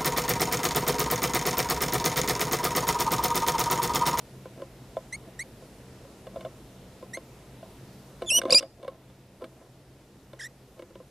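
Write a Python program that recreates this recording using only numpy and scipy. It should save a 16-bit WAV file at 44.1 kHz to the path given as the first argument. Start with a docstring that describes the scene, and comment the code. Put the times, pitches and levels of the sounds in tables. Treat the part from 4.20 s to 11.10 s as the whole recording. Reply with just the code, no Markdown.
"""Outdoors, close to a wooden perch: a lorikeet feeds on half a fruit spiked there, over a far hum.
Beak and claws knock and scrabble, which sets decaying wood tones ringing; bites are bursts of tiny snaps.
The voice is a stack of harmonics on a gliding pitch: short chirps and one loud squabbling call.
Filtered noise makes the air, and noise through narrow resonances makes the hum.
The recorder's gain ducks at the loud call and slowly creeps back."""
import sys
import numpy as np
from scipy import signal
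from scipy.io import wavfile
from scipy.ndimage import uniform_filter1d

SR = 44100
rng = np.random.default_rng(int(sys.argv[2]) if len(sys.argv) > 2 else 0)


def invert_db(x):
    """Field ratio 10**(x/20) for x, a level in decibels (scalar or array-like)."""
    u = np.asarray(x, float) / 20
    return 10 ** u


def master_out(mix):
    """Clip the mix to full scale and print it as 16-bit PCM to the path in sys.argv[1]."""
    frames = np.transpose(np.atleast_2d(mix))
    ceiling = np.clip(frames, -1, 1)
    pcm = np.round(ceiling * 32767).astype(np.int16)
    wavfile.write(sys.argv[1], SR, pcm)


N = 304290


def rms_one(x):
    """Scales a signal to an average (rms) size of 1."""
    return x / np.sqrt(np.mean(x ** 2) + 1e-20)


def at_hz(points, hz):
    """Reads a curve of (Hz, dB) points at any pitch, evenly along the musical scale."""
    points = np.array(points)
    return np.interp(np.log(hz), np.log(points[:, 0]), points[:, 1])


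def drift(rate, size=N):
    """A random wander of average size 1; a higher rate in Hz wanders faster."""
    warm_up = 20000
    r = np.exp(-2 * np.pi * rate / SR)
    slow = signal.lfilter([1], [1, -2 * r, r * r], rng.standard_normal(size + warm_up))[warm_up:]
    return rms_one(slow)


def ring(clicks, hz, t60):
    """A resonance: each unit click sets off a sine of height 1 that fades by 60 dB in t60 seconds."""
    r = invert_db(-60 / (t60 * SR))
    w = 2 * np.pi * hz / SR
    return signal.lfilter([0, np.sin(w)], [1, -2 * r * np.cos(w), r * r], clicks + 1e-18)


# Tone of the outdoor air. Each row: pitch in Hz, relative strength per Hz in dB.
AIR_TONE = [(15, -46), (25, -54), (48, -2), (90, -11.5), (128, 0.5), (163, -22.5), (186, 4.5), (219, -11),
            (264, -6), (318, -10.5), (383, -8.5), (637, -14), (1150, -23), (13100, -36), (15000, -44.5)]
# Stereo width of the air. Each row: pitch in Hz, left-right difference over the middle in dB.
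AIR_WIDTH = [(60, -28.5), (180, -35), (550, -19), (1650, -8.5), (4970, -5), (15000, -2)]
# Far machinery. Each row: pitch in Hz, width of the resonance in Hz, level in dB.
MACHINE_HUMS = [(53, 10, -69), (130, 7.2, -53.5), (190.3, 5, -59.5)]
AIR_DB = -50


def air():
    """Far outdoor noise in half-octave stereo bands that flicker a little, plus wavering hums."""
    out = 0
    edges = 22 * 2 ** np.arange(0, 9.6, .5)
    white = rng.standard_normal((2, 2, N))
    for k, (low, high) in enumerate(zip(edges, edges[1:])):
        band = signal.butter(2, [low, high], "band", fs=SR, output="sos")
        mid, side = signal.sosfilt(band, white[k % 2])
        hz = np.sqrt(low * high)
        gain = invert_db(at_hz(AIR_TONE, hz) + .8 * drift(3.0))
        out = out + gain * (mid + invert_db(at_hz(AIR_WIDTH, hz)) * side * [[1], [-1]])
    out = invert_db(AIR_DB) * rms_one(out)
    for hz, width_hz, level_db in MACHINE_HUMS:
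        hum = ring(rng.standard_normal(N), hz, 2.8 / width_hz)
        out = out + invert_db(level_db) * rms_one(hum)
    return out


# Knocks on the perch. Each row: start in seconds, strength in dB, then in dB relative to that strength:
# the low tones, the upper pair and the beak's tick.
PERCH_KNOCKS = [(.256, -33.5, -11.5, -11, -20), (.399, -38, -1.5, -20, -27), (.419, -29, -8, -20, -21.5),
                (.768, -24, -22, -2.5, -22.5), (1.422, -40, -23, -14, -25), (1.848, -37.5, -21, -23, -23),
                (2.068, -34.5, -27, -3, -15), (2.159, -33, -12, 3.5, -18), (2.168, -31.5, -26, -7, -26),
                (2.208, -36, -28, -3, -9.5), (2.249, -30.5, -22, -2, -16), (2.26, -31.5, -14, -5, -25),
                (2.826, -32, -9, -14, -27), (2.971, -29.5, -8, -6.5, -15.5), (3.428, -43, -24, 3.5, -15),
                (4.02, -23, -10, -7, -18.5), (4.117, -35.5, -11, -3, -24.5), (4.146, -32, -14, -27, -20.5),
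                (4.186, -25, -7, -14, -11.5), (4.216, -26.5, -12, -28, -6), (4.234, -23, -8.5, -8, -21.5),
                (4.253, -15.5, -4.5, -31, -23), (4.297, -20, -21, -3, -14), (4.323, -13, -23, -42, -36),
                (4.344, -16, -19, -12, -23), (4.406, -25, -15, -23, -15), (4.426, -24, -32, -27, -13.5),
                (4.629, -29, -23, -14, -19), (4.646, -26, -31, -11, -20.5), (4.679, -18, -21, -32, -20.5),
                (4.899, -46.5, -7.5, -9, -7.5), (5.21, -33.5, -14.5, -5.5, -24),
                (5.219, -25.5, -6.5, -10.5, -21.5), (5.242, -31.5, .5, -22, -7),
                (5.41, -38, -12.5, -15, -20.5), (6.132, -30, -6.5, -9, -15.5),
                (6.593, -29.5, -10, -13.5, -14), (6.622, -33.5, -2, -14, -12), (6.705, -37.5, -4, -20, -22),
                (6.754, -33.5, -6, -16, -13.5), (6.801, -33, -21.5, -15, -37.5)]
# Tones of the wood in four groups: middle, low, upper pair and the bright ones under a bite.
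# Each row: pitch in Hz, relative level in dB, time to fade by 60 dB in seconds.
PERCH_TONES = [
    [(529, -3.5, 0.062), (1041.7, -15.5, 0.075), (1300, -15.5, 0.023)],
    [(350, -1, 0.072), (256.4, -11, 0.055)],
    [(641, 1, 0.054), (677.5, -13.5, .04)],
    [(1600, 1.5, .012), (2210, 1, 0.014), (2920, 2.5, 0.0086), (3500, 1.5, 0.0093), (4000, -15, 0.007),
     (6000, -20.5, 0.0044), (8500, -6.5, 0.008)],
]
KNOCK_SAMPLES = 4000   # how long a knock lasts


def perch():
    """A knock swells over a few milliseconds into the wood's tones; scrabbling rings them too."""
    start_s, strength_db, low_db, upper_db, tick_db = np.transpose(PERCH_KNOCKS)
    middle, low, upper, bright = PERCH_TONES
    groups = [(middle, 0 * start_s, 0), (low, low_db, -5), (upper, upper_db, -3)]
    tones = [(tone, db, rub_db) for table, db, rub_db in groups for tone in table]
    chance = rng.random((len(start_s), 3, len(tones))) - .5
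    scrabble = scrabbling()
    t = np.arange(KNOCK_SAMPLES) / SR
    at = (start_s[:, None] * SR).astype(int) + np.arange(KNOCK_SAMPLES)

    out = np.zeros(N + KNOCK_SAMPLES)
    for k, ((hz, level_db, t60), blow_db, rub_db) in enumerate(tones):
        luck, detune, phase = chance[:, :, k, None].transpose(1, 0, 2)
        swell = (1 - np.exp(-t / 0.0013)) ** 2 * invert_db(-60 * t / t60)
        size = invert_db((strength_db + blow_db)[:, None] + level_db + 4.5 + 5.9 * luck)
        detuned_hz = hz * (1 + 0.081 * detune)   # each tone's pitch varies a little at random from knock to knock
        np.add.at(out, at, size * swell * np.sin(2 * np.pi * (detuned_hz * t + phase)))
        out[:N] += invert_db(level_db + rub_db) * ring(scrabble, hz, t60)

    # the wet bite is a burst of tiny snaps
    crackle = rng.standard_normal((len(start_s), KNOCK_SAMPLES)) * invert_db(-60 * t / 0.033)
    snaps = np.zeros(N + KNOCK_SAMPLES)
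    np.add.at(snaps, at, invert_db(strength_db + tick_db - 17.5)[:, None] * crackle)
    contacts = snaps[:N] + invert_db(-20.5) * scrabble
    bites = sum(invert_db(db) * ring(contacts, hz, t60) for hz, db, t60 in bright)
    low_cut = signal.butter(2, 140, "high", fs=SR, output="sos")
    return signal.sosfilt(low_cut, out[:N] + bites)


# Bouts of claws scrabbling. Each row: middle in seconds, length in seconds, size of a small contact in dB.
CLAW_BOUTS = [(.4, .14, -56), (1.075, .04, -56), (2.2, .3, -57), (4.035, .06, -48), (4.18, .09, -42),
              (4.315, .11, -33), (4.43, .06, -42), (4.67, .19, -49), (5.24, .06, -43), (5.4, .3, -60),
              (6.59, .07, -53)]
BOUT_EDGE_DB = -14   # a bout swells from this far down and sinks back to it


def scrabbling():
    """Dense uneven little contacts while the bird shifts its grip."""
    t = np.arange(N) / SR
    level = sum(invert_db(db + BOUT_EDGE_DB * (2 * (t - middle_s) / length_s) ** 2)
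                for middle_s, length_s, db in CLAW_BOUTS)
    sizes = invert_db(4.0 * np.minimum(rng.exponential(1, N), 4)) * rng.choice([-1, 1], N)
    touches = rng.random(N) < 300 / SR   # about 300 a second
    return level * sizes * touches


def glide(row, shape):
    """A pitch glide, loudest at its low end, as rows of seconds, Hz and dB."""
    start, length, first_hz, last_hz, level_db = row
    fade_db, scoop_hz, bend = shape[2:]
    u = np.linspace(0, 1, 24)
    height = u if last_hz > first_hz else .75 * (1 - u)
    hz = first_hz + (last_hz - first_hz) * u ** bend - scoop_hz * np.exp(-u / .06)
    return np.transpose([start + length * u, hz, level_db - fade_db * height ** 2])


DULLING = .14   # dB that each harmonic past the second loses for one dB less effort


def note(rows, edges, throat, clear, cracked, bright_db=0):
    """Harmonics on a gliding pitch; hoarseness shakes pitch and strength from cycle to cycle."""
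    s, hz, level_db = np.transpose(rows)
    at = np.arange(round(s[0] * SR), round(s[-1] * SR))
    t = at / SR
    hz = np.interp(t, s, hz)
    level_db = np.interp(t, s, level_db)
    hz = uniform_filter1d(hz, size=90, mode="nearest")   # the voice rounds its turns
    fade = np.clip(np.minimum((t - s[0]) / edges[0], (s[-1] - t) / edges[1]), 0, 1) ** 2
    # hoarseness moves to its end value late, as the voice runs out
    hoarse = clear + (cracked - clear) * np.linspace(0, 1, len(at)) ** 5.0
    phase = 2 * np.pi * np.cumsum(hz * (1 + .18 * hoarse * drift(600, len(at)))) / SR

    k = np.arange(1, 7)[:, None]   # harmonic numbers
    strengths = invert_db(at_hz(throat, k * hz)) * (k * hz < .45 * SR)
    # a weaker effort is duller
    strengths[2:] *= invert_db(bright_db + DULLING * (k[2:] - 2) * (level_db - level_db.max()))
    shake = 1 + hoarse * np.array([(1 + 0.613 * j) * drift(2100, len(at)) for j in range(len(k))])
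    # upper harmonics come and go
    shake[2:] *= invert_db(2.6 * np.array([drift(30, len(at)) for _ in k[2:]]))
    voice = np.sum(strengths * shake * np.cos(k * phase), axis=0)
    even = np.sqrt(2 / np.sum(strengths ** 2, axis=0))   # the throat colours without changing the level
    out = np.zeros(N)
    out[at] = -fade * invert_db(level_db) * voice * even
    return out


# Soft rising chirps. Each row: start in seconds, length in seconds, first and last pitch in Hz, level in dB.
CHIRP_NOTES = [(.923, .042, 1970, 2280, -33), (1.189, .045, 1830, 2320, -32.5)]
# Shape of a chirp: attack in seconds, release in seconds, fade over the note in dB,
# scoop up into the pitch in Hz, bend (no unit; over 1 the glide speeds up).
CHIRP_FORM = (.005, .006, 10, 180, .9)
# Colour that throat and beak give soft notes. Each row: pitch in Hz, strength in dB.
SOFT_COLOUR = [(1800, 0), (2300, -1), (3700, -16), (4300, -11), (6200, -12), (8300, -9), (10400, -14),
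               (12500, -26)]
# Hoarseness of each kind of note, here and below. Each entry: amount at the start, amount at the end (0 to 1).
HOARSENESS = dict(chirp=(.045, .02), yelp=(.06, .7), squeal=(.02, .08), squawk=(.015, .55),
              warble=(.1, .07))


def chirps():
    """Soft chirps that scoop up into a rising pitch."""
    return sum(note(glide(row, CHIRP_FORM), CHIRP_FORM, SOFT_COLOUR, *HOARSENESS["chirp"])
               for row in CHIRP_NOTES)


# A brief wavering chirrup. Each row: time in seconds, pitch in Hz, level in dB.
CHIRRUP_PATH = [(2.932, 1820, -50), (2.938, 1880, -35.5), (2.95, 2127, -33.5), (2.958, 2063, -40.5),
                (2.972, 2180, -49), (2.979, 2280, -58)]
# Edges of the notes drawn as a path: attack in seconds, release in seconds.
PATH_EDGES = (.0012, .003)


def chirrup():
    """One soft wavering note, its harmonics past the second lifted by 4 dB."""
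    return note(CHIRRUP_PATH, PATH_EDGES, SOFT_COLOUR, *HOARSENESS["chirp"], bright_db=4)


# The squeal that opens the squabble. Each row: time in seconds, pitch in Hz, level in dB.
SQUEAL_PATH = [(4.06, 3720, -50), (4.068, 3390, -44.5), (4.085, 3540, -32), (4.097, 3130, -27),
               (4.102, 3080, -28), (4.104, 2600, -22), (4.115, 2660, -21), (4.135, 2870, -23),
               (4.16, 2900, -16.5), (4.18, 3015, -16), (4.192, 2940, -22), (4.201, 2690, -42)]
# Colour that throat and beak give it. Each row: pitch in Hz, strength in dB.
SQUEAL_COLOUR = [(2700, 0), (3600, 0), (5300, -7), (5900, 3), (6300, -8), (7200, -3), (8700, -4.5),
                 (11600, -9), (14500, -27)]


def squeal():
    """A high note that drops, rises again and swells, with strong upper harmonics."""
    return note(SQUEAL_PATH, PATH_EDGES, SQUEAL_COLOUR, *HOARSENESS["squeal"])


# Short yelps, low rising and high falling in turn.
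# Each row: start in seconds, length in seconds, first and last pitch in Hz, level in dB.
YELP_NOTES = [(4.3045, .013, 2240, 2900, -15), (4.315, .01, 4000, 3480, -22),
              (4.3235, .017, 2360, 3050, -8.5), (4.337, .01, 4180, 3600, -18)]
# Shape of a yelp: attack in seconds, release in seconds, fade in dB, scoop in Hz, bend (no unit).
YELP_FORM = (.0015, .002, 19, 0, 1.4)
# Colour that throat and beak give yelps and squawk. Each row: pitch in Hz, strength in dB.
SQUAWK_COLOUR = [(2350, -12), (2450, -15), (2800, -6), (3900, -5), (4900, 2), (5600, -4), (6000, -9),
                 (7300, -17), (8000, -12), (9700, -12), (10800, -14), (12200, -33)]


def yelps():
    """Four quick gliding yelps that open the squawk, each cracking at its end."""
    return sum(note(glide(row, YELP_FORM), YELP_FORM, SQUAWK_COLOUR, *HOARSENESS["yelp"])
               for row in YELP_NOTES)


# The held squawk. 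Each row: time in seconds, pitch in Hz, level in dB.
SQUAWK_PATH = [(4.346, 2350, -10), (4.352, 2354, -8.5), (4.36, 2458, -9.5), (4.375, 2420, -9.5),
               (4.384, 2496, -13), (4.387, 2753, -18.5), (4.395, 2756, -21.5), (4.403, 2620, -33)]


def squawk():
    """A loud held note that turns hoarse as it runs out."""
    return note(SQUAWK_PATH, PATH_EDGES, SQUAWK_COLOUR, *HOARSENESS["squawk"])


# The last soft warble. Each row: time in seconds, pitch in Hz, level in dB.
WARBLE_PATH = [(6.189, 1300, -52), (6.198, 2040, -35.5), (6.207, 1860, -34), (6.213, 1563, -35),
               (6.228, 1955, -36), (6.235, 1645, -36), (6.247, 1850, -33), (6.256, 1755, -34.5),
               (6.258, 1940, -35), (6.27, 1950, -36.5), (6.279, 1900, -52)]
# Colour that throat and beak give it. Each row: pitch in Hz, strength in dB.
WARBLE_COLOUR = [(1600, -1), (2000, 0), (3200, -8), (3900, -16), (5200, -6), (7300, -11), (9000, -16),
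                 (11500, -16)]


def warble():
    """A soft note whose pitch swings up and down."""
    return note(WARBLE_PATH, PATH_EDGES, WARBLE_COLOUR, *HOARSENESS["warble"])


def lorikeet():
    """All the calls of the bird, with the highest treble rolled off."""
    calls = chirps() + chirrup() + squeal() + yelps() + squawk() + warble()
    return signal.sosfilt(signal.butter(6, 12300, fs=SR, output="sos"), calls)


ECHO_LAG_S, ECHO_T60_S, ECHO_DB = .02, .35, -39   # off roofs and walls


def echoes(x):
    """A faint scattered tail of fading noise, different in each ear."""
    t = np.arange(SR // 2) / SR - ECHO_LAG_S
    fade = np.clip(t / .02, 0, 1) * invert_db(-60 * t / ECHO_T60_S)
    tail = fade * rng.standard_normal((2, SR // 2))
    tail = tail / np.sqrt(np.sum(tail ** 2) / 2)
    return invert_db(ECHO_DB) * signal.fftconvolve(x[None], tail, axes=1)[:, :N]


def spread(x, lean_db, treble_db):
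    """A close source reaches both ears almost alike; it leans right, the treble a little differently."""
    side = invert_db(lean_db) * x + invert_db(treble_db) * np.diff(x, prepend=0)
    return np.array([x - side, x + side])


def scene():
    """Air, perch and bird together, with echoes of the bird's voice."""
    bird = lorikeet()
    return air() + spread(perch(), -45, -11) + spread(bird, -25, -23.5) + echoes(bird)


def top_cut(x):
    """Nothing passes above the cut-off."""
    return signal.sosfilt(signal.butter(12, 15580, fs=SR, output="sos"), x)


DUCK_ABOVE_DB, DUCK_SHARE, RECOVERY_DB_S = -24.5, .35, .2   # share: dB of ducking per dB above
TOP_HZ = 14560   # treble limit


def record(dry):
    """Gain control: a loud sound pulls the gain down within a moment, then it creeps back."""
    level_db = 10 * np.log10(uniform_filter1d(np.mean(dry, axis=0) ** 2, size=1000) + 1e-12)
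    ramp = RECOVERY_DB_S * np.arange(N) / SR
    wanted_db = DUCK_SHARE * np.maximum(level_db - DUCK_ABOVE_DB, 0)
    # hold the deepest duck so far, less what has been recovered since
    duck_db = np.maximum.accumulate(wanted_db + ramp) - ramp
    r = np.exp(-1 / (.03 * SR))   # the gain moves smoothly, over about 30 ms
    ducked = dry * invert_db(-signal.lfilter([1 - r], [1, -r], duck_db))
    treble_limit = signal.ellip(10, .5, 70, TOP_HZ, fs=SR, output="sos")
    return top_cut(signal.sosfilt(treble_limit, ducked))


dry = scene()
out = record(dry)
master_out(out)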